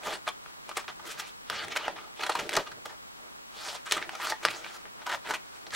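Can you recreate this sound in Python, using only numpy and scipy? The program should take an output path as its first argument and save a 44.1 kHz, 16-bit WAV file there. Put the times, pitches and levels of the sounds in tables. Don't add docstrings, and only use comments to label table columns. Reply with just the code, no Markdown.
import sys
import numpy as np
from scipy import signal
from scipy.fft import rfft, irfft
from scipy.io import wavfile
from scipy.ndimage import uniform_filter1d

SR = 44100
rng = np.random.default_rng(int(sys.argv[2]) if len(sys.argv) > 2 else 0)


def invert_db(level):
    return 10 ** (np.asarray(level, dtype=float) / 20)


def waveform_to_disk(signal):
    frames = np.transpose(np.atleast_2d(signal))
    scaled = np.clip(frames, -1, 1) * 32767
    samples = np.round(scaled).astype(np.int16)
    wavfile.write(sys.argv[1], SR, samples)


N = 253575


def unit(x):
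    return x / np.sqrt(np.mean(x ** 2))


def shape_db(points, hz):
    point_hz, db = np.transpose(points)
    return np.interp(np.log(hz + 1), np.log(point_hz), db)


def bands(hz, centres_hz):
    return [np.interp(np.log(hz + 1), np.log(centres_hz), row) for row in np.eye(len(centres_hz))]


def walk(rate):
    k = int(SR / rate)
    held = np.repeat(rng.standard_normal(N // 20), k)[:N]
    return unit(uniform_filter1d(held, k))


def push(t, peak_s, rise_s, fall_s, db):
    rising = (peak_s - t) / max(rise_s, .002)
    falling = (t - peak_s) / max(fall_s, .002)
    away = np.where(t < peak_s, rising, falling)
    return invert_db(db - 23 * away ** 1.15) ** 2


def hiss(points, db):
    gain = invert_db(shape_db(points, np.fft.rfftfreq(N, 1 / SR)))
    return invert_db(db) * unit(irfft(rfft(rng.standard_normal(N)) * gain, N))


# [pitch_hz, level_db per Hz]
SIDE_HISS = [(15, -26), (25, -13), (64, -5), (97, -23), (134, -8.5), (384, -8.5), (575, -8.5), (936, -6.5),
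             (1040, -7), (7920, -23.5), (16000, -33.5)]
# [pitch_hz, level_db per Hz]
MID_HISS = [(15, -22), (25, -6.5), (114, -10.5), (249, -6.5), (531, -13.5), (1190, -4.5), (1840, -13),
            (3250, -14), (4140, -14.5), (4490, -15.5), (16000, -24)]
# [pitch_hz, mid_db, side_db, start_turns]
WHINES = [
    (7866.8, -77, -77, 0),
    (15733.7, -75, -93, 0),
    (15747.8, -80, -98, .7),
]


def camera():
    turns = np.arange(N) / SR
    mid, side = hiss(MID_HISS, -57.5), hiss(SIDE_HISS, -46)
    for hz, mid_db, side_db, start_turns in WHINES:
        whine = np.sqrt(2) * np.sin(2 * np.pi * (hz * turns + start_turns))
        mid += invert_db(mid_db) * whine
        side += invert_db(side_db) * whine
    return mid, side


# [peak_s, rise_s, fall_s, level_db]
WRIST_LEANS = [(.9, .03, .15, -62), (1.02, .04, .06, -62), (1.18, .06, .1, -62), (1.51, .01, .2, -55),
               (1.65, .08, .15, -56), (2.75, .08, .1, -62), (4.1, .05, .08, -63), (4.455, .015, .2, -55),
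               (5.14, .04, .05, -62), (4.68, .05, .08, -64), (5.74, .04, .05, -57)]


def leans():
    t = np.arange(N) / SR
    table = signal.butter(2, [80, 230], "bandpass", fs=SR, output="sos")
    rumble = unit(signal.sosfilt(table, rng.standard_normal(N)))
    power = sum(push(t[::100], *row) for row in WRIST_LEANS)
    return rumble * np.interp(t, t[::100], np.sqrt(power))


def echo(db, gap_s, top_hz):
    t, t60_s = np.arange(SR // 4) / SR, 0.14
    tail = rng.standard_normal(len(t)) * np.exp(-np.log(1000) * t / t60_s) * (t > gap_s)
    tail = signal.lfilter(*signal.butter(1, top_hz, fs=SR), tail)
    return invert_db(db) * tail / np.linalg.norm(tail)


# [time_s, resonance_hz, level_db]
BLADE_RASP = [
    (3.521, 3310, -64),
    (3.58, 3875, -45.5),
    (3.64, 4670, -45),
    (3.691, 5120, -41),
    (3.717, 4440, -44),
    (3.75, 4130, -68),
]


def rasp():
    time_s, hz, db = np.transpose(BLADE_RASP)
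    t, width_hz = np.arange(N) / SR, 900
    rough = unit(signal.lfilter(*signal.butter(2, width_hz, fs=SR), rng.standard_normal(N)))
    turns = np.cumsum(np.interp(t, time_s, hz)) / SR
    return invert_db(np.interp(t, time_s, db, -120, -120)) * rough * np.sin(2 * np.pi * turns)


# [peak_s, rise_s, fall_s, peak_pitch_hz, level_db]
STRIP_SINGS = [(.272, .008, .01, 1600, -36), (.289, .005, .004, 3300, -33), (.137, .015, .02, 4100, -43),
               (.075, .03, .05, 600, -37), (2.237, .03, .02, 4200, -38), (2.298, .01, .015, 4200, -37),
               (2.325, .02, .015, 4300, -40), (2.356, .012, .02, 4150, -37), (4.25, .06, .08, 1300, -38),
               (4.26, .05, .07, 4600, -43), (1.63, .03, .03, 1700, -40), (1.725, .02, .04, 2200, -42),
               (1.73, .02, .04, 3300, -46), (1.865, .08, .025, 1300, -42), (1.85, .06, .04, 3000, -44),
               (1.89, .008, .06, 720, -42), (2.235, .03, .03, 870, -36), (2.298, .008, .045, 870, -34),
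               (2.42, .04, .08, 420, -42), (2.555, .012, .01, 5900, -40), (2.576, .012, .045, 620, -27),
               (2.86, .008, .03, 560, -46), (3.875, .02, .04, 1450, -43), (3.94, .02, .04, 3400, -42),
               (3.965, .04, .04, 1000, -42), (4.025, .015, .04, 2000, -42), (4.475, .03, .04, 2200, -36),
               (5.075, .015, .04, 1230, -36), (5.14, .04, .04, 800, -36), (5.1, .02, .02, 1100, -37),
               (1.59, .06, .06, 4600, -44), (1.53, .03, .04, 1400, -40), (2.355, .01, .03, 900, -35),
               (1.77, .015, .012, 1300, -32), (5.117, .01, .015, 1750, -35), (5.27, .02, .04, 1300, -40),
               (5.31, .02, .03, 1250, -35), (5.355, .02, .02, 2350, -42)]


def sings():
    sag_per_s, width_hz = 1.2, 230
    t, out = np.arange(-SR // 8, SR // 8) / SR, np.zeros(N + SR)
    noise = rng.standard_normal((len(STRIP_SINGS), len(t)))
    rough = unit(signal.lfilter(*signal.butter(2, width_hz, fs=SR), noise))
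    for (peak_s, rise_s, fall_s, hz, db), grain in zip(STRIP_SINGS, rough):
        i = int(peak_s * SR)
        turns = np.cumsum(hz * np.exp(-sag_per_s * t)) / SR
        swell = np.sqrt(2 * push(t, 0, rise_s, fall_s, db))
        out[i:i + len(t)] += swell * grain * np.sin(2 * np.pi * turns)
    return out[SR // 8:N + SR // 8]


# [peak_s, rise_s, fall_s, card_db, blades_over_card_db]
CUT_STROKES = [(.07, 0.062, 0.12, -32.5, -2), (.14, 0.12, 0.04, -43, 7.5), (.28, 0.027, .04, -38.5, 1),
               (.456, 0.071, 0.31, -54, -5), (.682, 0.046, 0.1, -56, 7), (.775, 0.028, 0.067, -38, 2.5),
               (1.775, 0.025, 0.008, -39, 11.5), (2.23, 0.075, 0.12, -39, 1), (2.325, .04, .02, -39, 7),
               (2.385, 0.1, 0.16, -39, 2), (2.57, .02, 0.013, -36, 6), (2.59, 0.018, 0.082, -42.5, 3.5),
               (3.87, .03, 0.15, -45.5, 4.5), (3.913, 0.0057, 0.14, -35.5, 4),
               (4.22, 0.033, 0.16, -37.5, 3), (4.316, 0.2, 0.014, -36, 3),
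               (4.445, 0.057, 0.022, -38.5, -1.5), (4.454, 0.004, 0.019, -29, 4),
               (4.495, 0.015, 0.2, -44, 1.5), (5.075, 0.022, 0.058, -39.5, 1.5),
               (5.135, 0.057, 0.044, -34, 0), (5.304, 0.078, 0.08, -35.5, -1.5),
               (5.346, 0.031, 0.03, -37, 4.5), (5.75, 0.033, .05, -40, 11)]
# [peak_s, rise_s, fall_s, card_db, blades_over_card_db]
SLIDE_STROKES = [(1.075, .04, .04, -50, 8), (1.118, 0.071, 0.035, -49, 14.5), (1.2, .025, 0.024, -40, 6.5),
                 (1.28, 0.049, 0.046, -52.5, 7), (2.858, .012, .03, -48, 4), (2.9, 0.024, 0.1, -44.5, -9),
                 (3.234, 0.24, 0.26, -55.5, -8), (3.57, 0.087, 0.16, -46.5, -7),
                 (3.682, 0.16, 0.13, -39.5, 1.5), (3.76, 0.064, 0.031, -42.5, 2.5),
                 (2.51, .02, .06, -43, -2), (4.56, 0.087, 0.11, -52, 6.5), (4.75, 0.15, 0.087, -48.5, 2.5),
                 (5.55, 0.42, 0.36, -56, -1.5)]
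# [peak_s, rise_s, fall_s, card_db, blades_over_card_db]
RUB_STROKES = [(.885, 0.01, 0.054, -39.5, 1), (1.04, 0.085, 0.18, -47.5, -10), (1.21, 0.15, 0.14, -44, 2),
               (1.503, 0.0057, 0.19, -37.5, -1), (1.56, .1, 0.19, -43, 9), (1.6, .06, .06, -44, 9),
               (1.645, 0.08, 0.02, -42, 6.5), (1.72, .03, 0.034, -44.5, 11), (1.82, 0.062, 0.16, -45, 6),
               (1.875, 0.13, 0.03, -38, 1), (1.98, 0.046, 0.16, -43, -4.5), (2.668, .012, 0.054, -46, 3.5),
               (4.03, 0.12, 0.072, -43.5, -3.5), (4.12, 0.096, 0.16, -52, 2), (4.64, 0.11, 0.3, -50, 3.5),
               (4.866, 0.027, 0.084, -56.5, 2), (5.02, .15, 0.044, -50.5, -3),
               (5.262, 0.023, .06, -38.5, 0.5)]
# [peak_s, rise_s, fall_s, level_db]
SHEET_BENDS = [(.12, 0.14, .08, -42), (.273, .015, 0.052, -41.5), (.69, 0.015, .05, -46.5),
               (.89, .02, 0.067, -57), (1.1, 0.1, 0.055, -45.5), (1.505, .008, 0.14, -46),
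               (1.68, 0.2, 0.3, -45), (1.868, 0.064, 0.25, -44), (2.388, 0.031, 0.19, -35),
               (2.58, 0.1, 0.05, -32), (2.7, 0.088, .15, -51.5), (2.772, .008, 0.069, -49),
               (3.234, 0.071, 0.12, -55), (3.92, .02, 0.33, -41.5), (4.453, 0.006, 0.026, -31),
               (4.56, .08, 0.21, -50.5), (4.86, 0.033, 0.03, -49.5), (5.03, 0.18, 0.027, -58),
               (5.3, 0.043, 0.09, -41), (5.678, 0.03, .04, -53)]


def effort(t):
    power = np.zeros((4, len(t)))
    for strokes, fibre_db in [(CUT_STROKES, -7), (SLIDE_STROKES, -3), (RUB_STROKES, -17)]:
        for peak_s, rise_s, fall_s, db, blade_db in strokes:
            shares = invert_db([-11.5, 0, blade_db, blade_db + fibre_db]) ** 2
            power += shares[:, None] * push(t, peak_s, rise_s, fall_s, db - 5.5)
    for peak_s, rise_s, fall_s, db in SHEET_BENDS:
        power[0] += push(t, peak_s, rise_s, fall_s, db - 4.5)
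    return np.sqrt(power)


def fibres(grit, rate, spread_db, stick_db, grind):
    when, sign = rng.random(N), rng.standard_normal(N)
    size_db = spread_db * np.minimum(rng.exponential(size=N), 1.8)
    clicks = (when < rate / SR) * sign * invert_db(size_db)
    force = grit * unit(clicks) + grind * rng.standard_normal(N)
    bunching_db = grit * stick_db * (walk(120) + 0.067 * walk(40))
    return force / np.hypot(grit, grind) * invert_db(bunching_db)


def causal(db):
    c = irfft(db * np.log(10) / 20)
    c[1:len(c) // 2] *= 2
    c[len(c) // 2 + 1:] = 0
    return irfft(np.exp(rfft(c)))[:len(c) // 2]


# [pitch_hz, level_db per Hz]
TEAR_COLOUR = [(59, -24.5), (100, -21), (255, -14.5), (335, -4.5), (502, -6), (872, 1), (1050, -.5),
               (1300, 1), (1610, -2), (2000, -5.5), (7770, -14), (16000, -29)]
# [pitch_hz, width_hz, lift_db]
BODY_MODES = [(345, 45, 5), (455, 55, 3.5), (628, 100, 2.5), (778, 60, 2.5), (885, 70, 3), (1233, 100, 3),
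              (1400, 100, 2), (1830, 160, 2.5), (2110, 120, 2), (2400, 180, 2), (3200, 200, 2),
              (3580, 120, 2.5), (4110, 150, 2.5)]
PART_CENTRES = [
    260,
    1000,
    3300,
    8000,
]
LEAD = 256


def bodies():
    hz = np.fft.rfftfreq(4096, 1 / SR)
    lift_db = sum(db / (1 + (2 * (hz - f) / width) ** 2) for f, width, db in BODY_MODES)
    whole = rfft(causal(shape_db(TEAR_COLOUR, hz) + lift_db), 4096)
    parts = [np.roll(irfft(whole * share), LEAD) for share in bands(hz, PART_CENTRES)]
    return [p / np.linalg.norm(p) for p in parts]


# [start_s, peak_db, flap_pitch_hz, fibre_db]
CLEAN_TICKS = [(1.683, -24, 2000, 0), (2.5355, -17, 3050, 2), (3.9219, -5, 3300, 3), (2.398, -22, 2500, 4),
               (1.2, -26, 3000, 0), (.107, -24, 1790, -4), (.461, -30.5, 1320, -27),
               (0.8807, -21, 2740, -54), (.895, -29, 2500, -25), (1.055, -33, 2150, -20),
               (1.2025, -28, 3280, -14), (2.493, -12.5, 2200, -1.5), (1.4995, -14.5, 1500, 0),
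               (1.4997, -22, 4600, -5), (1.8808, -11.5, 800, -14), (1.8812, -23, 2600, -25),
               (4.271, -18.5, 1290, 5), (4.235, -28, 2200, -10), (3.687, -19, 4020, -14),
               (3.729, -29, 786, -9), (3.9117, -9.5, 3580, -13), (4.026, -18, 2070, -39),
               (4.093, -19, 1590, -4), (4.4511, -1.5, 1500, -6), (4.4516, -12, 4400, -10),
               (4.48, -21, 2020, -21), (4.4858, -11, 2170, -28), (4.664, -26, 1520, -30),
               (4.855, -31, 1750, -40), (5.062, -33, 1910, -9), (5.707, -24.5, 4450, -22)]
# [start_s, peak_db, flap_pitch_hz, fibre_db]
SPRAY_SNAPS = [(.034, -31, 2130, -29), (.071, -19, 710, -13), (.129, -22.5, 1190, -24),
               (.154, -28, 1570, -19), (0.2772, -14.5, 1090, -25), (.288, -26, 3200, 0),
               (.692, -24, 800, -2), (.714, -28, 1210, -15), (.843, -34, 1340, -10),
               (.9965, -29.5, 790, -30), (.758, -31, 1500, -13), (1.755, -23, 1725, -12),
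               (1.762, -17, 1370, -8), (4.322, -16, 780, -23), (1.963, -32, 1760, -29),
               (.27, -24, 900, -20), (1.647, -30, 800, -6), (2.571, -13, 630, -20), (2.53, -19, 1290, -6),
               (3.978, -24, 1500, -6), (4.016, -30, 2400, -8), (2.509, -28, 2200, -15),
               (4.504, -27, 2600, -12), (4.512, -27, 2500, -6), (5.125, -20, 880, -15),
               (4.134, -31, 800, -18), (4.152, -24, 1320, -6), (4.2, -25.5, 1010, -12),
               (5.146, -20, 925, -13), (2.52, -27, 1500, -2), (5.308, -17.5, 1240, -9),
               (5.338, -18, 1360, -6), (5.667, -28.5, 3740, -21), (5.729, -26, 1480, -13)]
# [start_s, peak_db, flap_pitch_hz, fibre_db, t60_s]
LONG_RIPS = [(.061, -31, 869, -14, 0.029), (.771, -22.5, 1230, -2, 0.055), (2.857, -32, 850, -2, 0.044),
             (1.771, -25, 1380, -0.5, 0.03), (2.196, -30.5, 860, -27, .039), (2.209, -32, 1730, -9, 0.048),
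             (2.236, -23, 1410, -10, 0.04), (2.266, -25.5, 1490, -5, 0.042), (2.297, -17, 880, -13, 0.044),
             (2.354, -20.5, 910, -10, 0.04), (2.392, -25, 1400, -10, 0.04), (2.541, -28, 1100, -4, 0.05),
             (2.568, -17, 1800, -2, .03), (3.97, -26, 1000, -4, .03), (3.925, -29, 3300, -2, .03),
             (2.718, -38.5, 1530, -6, .048), (3.75, -32, 900, -3, 0.042), (3.86, -39.5, 1390, 2, 0.085),
             (4.301, -27.5, 1230, -1.5, 0.033), (2.555, -19, 1830, -9, 0.017),
             (4.432, -35.5, 2300, -7, 0.16), (4.509, -34.5, 2520, -4, 0.04), (4.646, -30, 2280, -30, 0.019),
             (5.019, -41.5, 1410, -23, 0.071), (5.067, -29, 1220, -2.5, 0.035),
             (5.095, -27.5, 1170, -9, 0.066), (5.116, -27.5, 836, -8.5, 0.07)]


def snaps():
    jolt_db, thud_db = -29, -15
    hum_db, hum_width = -7.5, 0.14
    force, flap, t = np.zeros((4, N + SR)), np.zeros(N + SR), np.arange(SR // 8) / SR
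    shower = rng.standard_normal(N + SR) * invert_db(0.46 * rng.standard_normal(N + SR))
    # t60_s, shower_db, rise_s (how fast the break opens)
    breaks = [(*row, 0.026, -20, .0001) for row in CLEAN_TICKS]
    breaks += [(*row, 0.044, -14, 0.0008) for row in SPRAY_SNAPS]
    breaks += [(*row, -5.5, .0055) for row in LONG_RIPS]
    for start_s, db, hz, fibre_db, t60_s, shower_db, rise_s in breaks:
        i = int((start_s - rise_s) * SR)
        span = slice(i, i + len(t))
        opening = 1 - np.exp(-(t / max(rise_s, 1 / SR)) ** 2)
        late = np.maximum(t - rise_s, 0)
        fade = np.log(1000) * late / max(t60_s, .004)
        tone = np.sin(2 * np.pi * hz * t) + 0.16 * np.sin(2 * np.pi * 1.584 * hz * t)
        flap[span] += invert_db(db) * opening * np.exp(-late * hz) * tone
        spray = invert_db(db + shower_db + hum_db) * shower[span] * opening * np.exp(-fade)
        hum = signal.lfilter(*signal.iirpeak(hz, 1 / hum_width, SR), spray)
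        flap[span] += hum * np.sqrt(SR / (np.pi * hum_width * hz))
        tilt_db = 5 * np.log2(hz / 1600)
        levels_db = [thud_db, -max(tilt_db, 0), min(tilt_db, 0), fibre_db]
        for k, (rel_db, quick) in enumerate(zip(levels_db, [.8, 1, 1.3, 1.8])):
            burst = invert_db(shower_db) * shower[span] * opening * np.exp(-quick * fade)
            burst[int(rise_s * SR)] = invert_db(jolt_db)
            force[k, span] += invert_db(db + rel_db) * burst
    return force[:, :N], flap[:N]


def patchy(x, patchy_db=2.5, rate=45):
    hz, spectrum = np.fft.rfftfreq(N, 1 / SR), rfft(x)
    shares = bands(hz, np.geomspace(200, 12000, 14))
    return sum(irfft(spectrum * share, N) * invert_db(patchy_db * walk(rate)) for share in shares)


# [time_s, grit: 0 smooth slide to 1 stick and slip]
BLADE_GRIT = [(0, 0.31), (.9, .6), (1.1, 0.29), (1.5, 0.25), (1.7, 0.35), (2.2, 0.4), (2.7, 0.6),
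              (3.0, 0.2), (3.65, 0.22), (3.8, 0.35), (4.2, 0.41), (4.7, 0.26), (5.1, 0.36), (5.75, 0.52)]


def cutting():
    t = np.arange(N) / SR
    drive = np.array([np.interp(t, t[::100], row) for row in effort(t[::100])])
    grit = np.clip(np.interp(t, *np.transpose(BLADE_GRIT)), 0, 1)
    jolts, flap = snaps()
    force = drive * fibres(grit, rate=1800, spread_db=4, stick_db=4, grind=.55) + jolts
    sound = sum(signal.fftconvolve(f, h)[LEAD:N + LEAD] for f, h in zip(force, bodies()))
    table_filter = signal.butter(1, [60, 210], "bandpass", fs=SR)
    table = signal.lfilter(*table_filter, force[0] + 0.12 * force[1])
    flap = signal.sosfilt(signal.butter(2, 600, "highpass", fs=SR, output="sos"), flap)
    return patchy(sound) + flap + rasp() + invert_db(-6) * table


def scene():
    mid, side = camera()
    near = cutting() + sings()
    mid_tail = echo(-12.5, gap_s=0.00103, top_hz=6600)
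    side_tail = echo(-19.5, gap_s=0.0001, top_hz=15000)
    mid = mid + near + leans() + signal.fftconvolve(near, mid_tail)[:N]
    side = side + signal.fftconvolve(near, side_tail)[:N]
    return np.array([mid + side, mid - side])


def band_limit(x):
    return signal.sosfilt(signal.butter(12, 16650, fs=SR, output="sos"), x)


def record(dry):
    rounded = np.tanh(1.3 * dry) / 1.3
    low_pass = signal.ellip(10, .5, 45, 15800, fs=SR, output="sos")
    return band_limit(signal.sosfilt(low_pass, rounded))


dry = scene()
out = record(dry)
waveform_to_disk(out)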